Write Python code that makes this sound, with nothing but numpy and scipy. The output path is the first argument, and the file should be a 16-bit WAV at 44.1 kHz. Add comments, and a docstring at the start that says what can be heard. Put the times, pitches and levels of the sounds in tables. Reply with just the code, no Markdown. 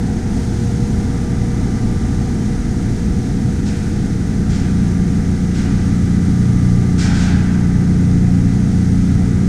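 """A big workshop: a grain aspirator runs steadily, blowing into a cloth filter bag, while the
microphone walks from the bag round to the rotor cover. The rotor drones on its shaft orders, the
motor hums and whines, and air rumbles in the fan, rings the duct and casing and hisses out through
the cloth. Five blasts of compressed air, the last two close together, ring further down the hall."""
import sys
import numpy as np
from scipy import signal
from scipy.fft import rfft, irfft, next_fast_len
from scipy.io import wavfile
from scipy.ndimage import map_coordinates

SR = 44100
rng = np.random.default_rng(int(sys.argv[2]) if len(sys.argv) > 2 else 0)


def unload_wav(signal):
    """Save mono or channel-first audio to the path in sys.argv[1] as 16-bit WAV at rate SR, clipped to [-1, 1]."""
    wavfile.write(
        sys.argv[1],
        SR,
        np.round(np.clip(np.atleast_2d(signal).T, -1, 1) * 32767).astype(np.int16),
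    )


N = 418068
TIME = np.arange(N) / SR
SHAFT_HZ, HUM_HZ = 29.714, 120


def undb(db):
    """Decibels to gain."""
    return 10 ** (np.asarray(db) / 20)


def curve(table):
    """Rows of (seconds, value), interpolated to every sample."""
    return np.interp(TIME, *np.transpose(table))


def along(near, bag_db, cover_db):
    """Level in dB between the bag (near = 0) and the rotor cover (near = 1)."""
    return bag_db + (cover_db - bag_db) * near


def wander(rate_hz):
    """Smooth random drift, spread about 1."""
    knots = rng.standard_normal(2048)
    coarse_s = np.arange(0, N + 64, 64) / SR
    drift = map_coordinates(knots, [coarse_s * rate_hz], order=3, mode="wrap")
    return np.interp(TIME, coarse_s, drift)


def turbulence(spectrum):
    """Noise shaped by rows of (Hz, relative dB), rms 1."""
    size = next_fast_len(N)
    hz, db = np.transpose(spectrum)
    log_hz = np.log(np.maximum(np.fft.rfftfreq(size, 1 / SR), 1))
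    gain = undb(np.interp(log_hz, np.log(hz), db, left=-120, right=-120))
    noise = irfft(rfft(rng.standard_normal(size)) * gain, size)[:N]
    return noise / np.std(noise)


def tone(cycles, rms_db, fade_db, fade_hz):
    """A sine that swells and fades as the microphone sways."""
    return np.sqrt(2) * undb(rms_db + fade_db * wander(fade_hz)) * np.sin(2 * np.pi * cycles)


def rotor_cycles(turns, order):
    """Phase of a shaft order: odd ones lag a quarter cycle, and the housing delays high ones more."""
    lag = order % 2 / 4 + 0.016 * order ** 2
    return order * turns - lag


# Rotor tones. Each row: multiple of the shaft rate, level in dB at the bag, level in dB at the cover.
ROTOR_ORDERS = [(1, -40, -28.5), (2, -26.5, -30), (3, -31, -19), (4, -28, -38), (5, -38.5, -23.5),
                (6, -30.5, -17), (7, -27, -22), (8, -28, -64), (9, -38.5, -26), (10, -49, -49),
                (11, -47.5, -38.5), (12, -44, -44), (13, -49, -49.5), (14, -51.5, -49.5), (15, -50.5, -44),
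                (16, -37.5, -47.5), (17, -56.5, -47), (21, -61, -54.5), (24, -56, -53), (25, -53, -59)]
def rotor_drone(turns, near):
    """The housing shakes at multiples of the shaft rate, out of step, so the drone does not thump."""
    drone = 0
    for order, bag_db, cover_db in ROTOR_ORDERS:
        level_db = along(near, bag_db, cover_db)
        drone += tone(rotor_cycles(turns, round(order)), level_db, fade_db=1.0, fade_hz=2.887)
    return drone


def motor_hum(turns, near, beat_dip_s=8.0):
    """The iron hums at twice the mains rate and beats slowly with the fourth rotor order."""
    slip_cycles = HUM_HZ * TIME - rotor_cycles(turns, 4)
    antiphase = 0.5 - np.interp(beat_dip_s, TIME, slip_cycles)
    level_db = along(near, bag_db=-32, cover_db=-25)
    return tone(HUM_HZ * TIME + antiphase, level_db, fade_db=5.0, fade_hz=1.53)


# Whine tones before beam gain. Each row: frequency in Hz, level in dB at the bag, in dB at the cover.
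WHINE_TONES = [(1186.3, -50.3, -48.7), (1216.4, -60, -60.5), (1275.4, -60, -50.5), (1305, -57.5, -59),
               (1334.8, -64, -60), (1693.6, -63, -59), (2000.5, -57, -50), (2044.2, -69, -62),
               (2162, -71, -59), (2308.2, -64, -62), (2346.3, -66, -67), (3026.3, -68, -71),
               (5400.4, -72, -67), (5997, -70, -67)]
# Motor beam along the walk. Each row: time in seconds, gain in dB.
WHINE_BEAM_DB = [(0, -7.5), (1.7, 4.5), (3.7, -5.5), (4.4, -4), (6.2, 1), (7.3, 0), (8.6, -4), (9.48, -1)]
def motor_whine(turns, near):
    """Slots and bearings whine with the shaft; the motor beams this to the side and front."""
    beam_db = curve(WHINE_BEAM_DB)
    whine = 0
    for hz, bag_db, cover_db in WHINE_TONES:
        cycles = hz * turns / SHAFT_HZ + rng.random()
        whine += tone(cycles, along(near, bag_db, cover_db) + beam_db, fade_db=1.4, fade_hz=2.56)
    return whine


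# Fan eddy spectrum. Each row: frequency in Hz, relative density in dB.
RUMBLE_SPECTRUM = [(8, -8), (24, -0.5), (40, -0.5), (60, -2), (110, 0.5), (190, -1.5), (250, -4),
                   (330, -11), (400, -15), (480, -21.5), (550, -31.5), (700, -55)]
def fan_rumble(near):
    """Eddies rumble in the fan."""
    level_db = along(near, bag_db=-18, cover_db=-19) + 0.15 * wander(8.2)
    return undb(level_db) * turbulence(RUMBLE_SPECTRUM)


# Duct resonances. Each row: frequency in Hz, relative density in dB.
DUCT_SPECTRUM = [(480, -23), (570, -12), (630, 1.5), (680, -2), (740, 4), (850, -1.5), (910, -3), (970, -5),
                 (1060, -10.5), (1130, -16.5), (1300, -46)]
def duct_ring(near, base_db=-42, mouth_reach=0.16):
    """Eddies ring the duct, loudest beside its mouth at the bag."""
    mouth_db = 3.5 * np.exp(-(near / mouth_reach) ** 2)
    return undb(base_db + mouth_db + 0.5 * wander(22)) * turbulence(DUCT_SPECTRUM)


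# Casing resonances. Each row: frequency in Hz, relative density in dB.
CASING_SPECTRUM = [(1080, -32), (1150, -9), (1210, -2.5), (1380, 2.5), (1600, 2), (1830, 0), (2030, 1),
                   (2250, -4.5), (2600, -8.5), (3400, -26)]
def casing_ring(turns, near):
    """Eddies ring the casing, pulsing a little with each turn."""
    pulse_db = 0.34 * np.cos(2 * np.pi * turns)
    level_db = along(near, bag_db=-42, cover_db=-41) + 0.38 * wander(24)
    return undb(level_db + pulse_db) * turbulence(CASING_SPECTRUM)


# Bag hiss spectrum. Each row: frequency in Hz, relative density in dB.
CLOTH_SPECTRUM = [(1300, -28), (2500, -11), (3000, -5), (3900, -3.5), (4500, -4), (5600, -1), (6400, 0),
                  (7400, -5.5), (8900, -6), (10000, -11), (11300, -20.5), (13800, -24), (15000, -33)]
# Bag hiss along the walk. Each row: time in seconds, level in dB.
CLOTH_LEVEL_DB = [(.25, -42.3), (.4, -40), (1.4, -41.5), (5.3, -41.9), (6.2, -41), (7.9, -42.5),
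                  (9.48, -41.5)]
def cloth_hiss(turns):
    """Air hisses out through the bag, pulsing a little with each turn."""
    pulse_db = 0.36 * np.cos(2 * np.pi * turns)
    level_db = curve(CLOTH_LEVEL_DB) + 0.29 * wander(11)
    return undb(level_db + pulse_db) * turbulence(CLOTH_SPECTRUM)


# Air jet spectrum. Each row: frequency in Hz, relative density in dB.
JET_SPECTRUM = [(400, -15), (800, 3), (1100, -7.5), (1500, 8.5), (1850, 1), (2800, -2), (4200, -2),
                (5600, -1), (7000, -3.5), (9000, -12), (11000, -28), (15000, -39)]
# Valve openings. Each row: start in seconds, length in seconds, level in dB at the jet.
VALVE_OPENINGS = [(3.643, 0.045, -32), (4.48, 0.086, -33.5), (5.535, 0.066, -31.5), (6.972, 0.077, -24),
                  (7.127, 0.12, -29)]
def air_blasts(open_s=0.022, close_s=0.02):
    """A valve snaps open and shut; the jet's bright core arrives first, its body by way of the walls."""
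    flow = 0
    for start_s, length_s, level_db in VALVE_OPENINGS:
        opening = np.clip((TIME - start_s) / open_s, 0, 1)
        closing = np.exp(-np.maximum(TIME - start_s - length_s, 0) / close_s)
        flow += undb(level_db) * opening * closing
    jet = flow * turbulence(JET_SPECTRUM)
    direct = signal.sosfilt(signal.butter(1, 2600, "high", fs=SR, output="sos"), jet)
    return undb(-2.5) * direct + undb(-3.0) * hall_echo(jet)


def hall_echo(source, delay_s=0.011, build_s=0.004, t60_low_s=2.9, t60_high_s=0.71):
    """Diffuse echo comes late from the walls; the air soaks up the treble first."""
    t = TIME[:2 * SR]
    spectrum = rfft(rng.standard_normal(len(t)))
    hz = np.fft.rfftfreq(len(t), 1 / SR)
    octave = np.log2(np.clip(hz, 1000, 8000) / 1000)
    tail = 0
    for k, t60_s in enumerate(np.geomspace(t60_low_s, t60_high_s, 4)):
        band = irfft(spectrum * np.maximum(1 - abs(octave - k), 0))
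        tail += band * undb(-60 * t / t60_s)
    tail *= 1 - np.exp(-np.maximum(t - delay_s, 0) / build_s)
    return signal.fftconvolve(source, tail / np.sqrt(np.sum(tail ** 2)))[:N]


# Microphone path. Each row: time in seconds, nearness (0 under the bag, about 1 at the rotor cover).
MIC_WALK = [(0, 0.048), (2.3, 0.082), (3.7, 0.32), (4.6, 0.76), (7.4, 1.005), (9.48, 0.95)]
def scene():
    """The machine at nearly constant shaft speed, with the blasts behind it."""
    near = curve(MIC_WALK)
    turns = np.cumsum(SHAFT_HZ * (1 + 0.0004 * wander(2))) / SR
    tones = rotor_drone(turns, near) + motor_hum(turns, near) + motor_whine(turns, near)
    airflow = fan_rumble(near) + duct_ring(near) + casing_ring(turns, near) + cloth_hiss(turns)
    return (tones + airflow + air_blasts())[None]


def record(dry):
    """Soft peak limiting, then a steep low-pass."""
    ceiling, cutoff_hz = 0.85, 15050
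    rounded = dry / (1 + (dry / ceiling) ** 8) ** (1 / 8)
    return signal.sosfilt(signal.ellip(10, 0.2, 80, cutoff_hz, fs=SR, output="sos"), rounded)


dry = scene()
out = record(dry)
unload_wav(out)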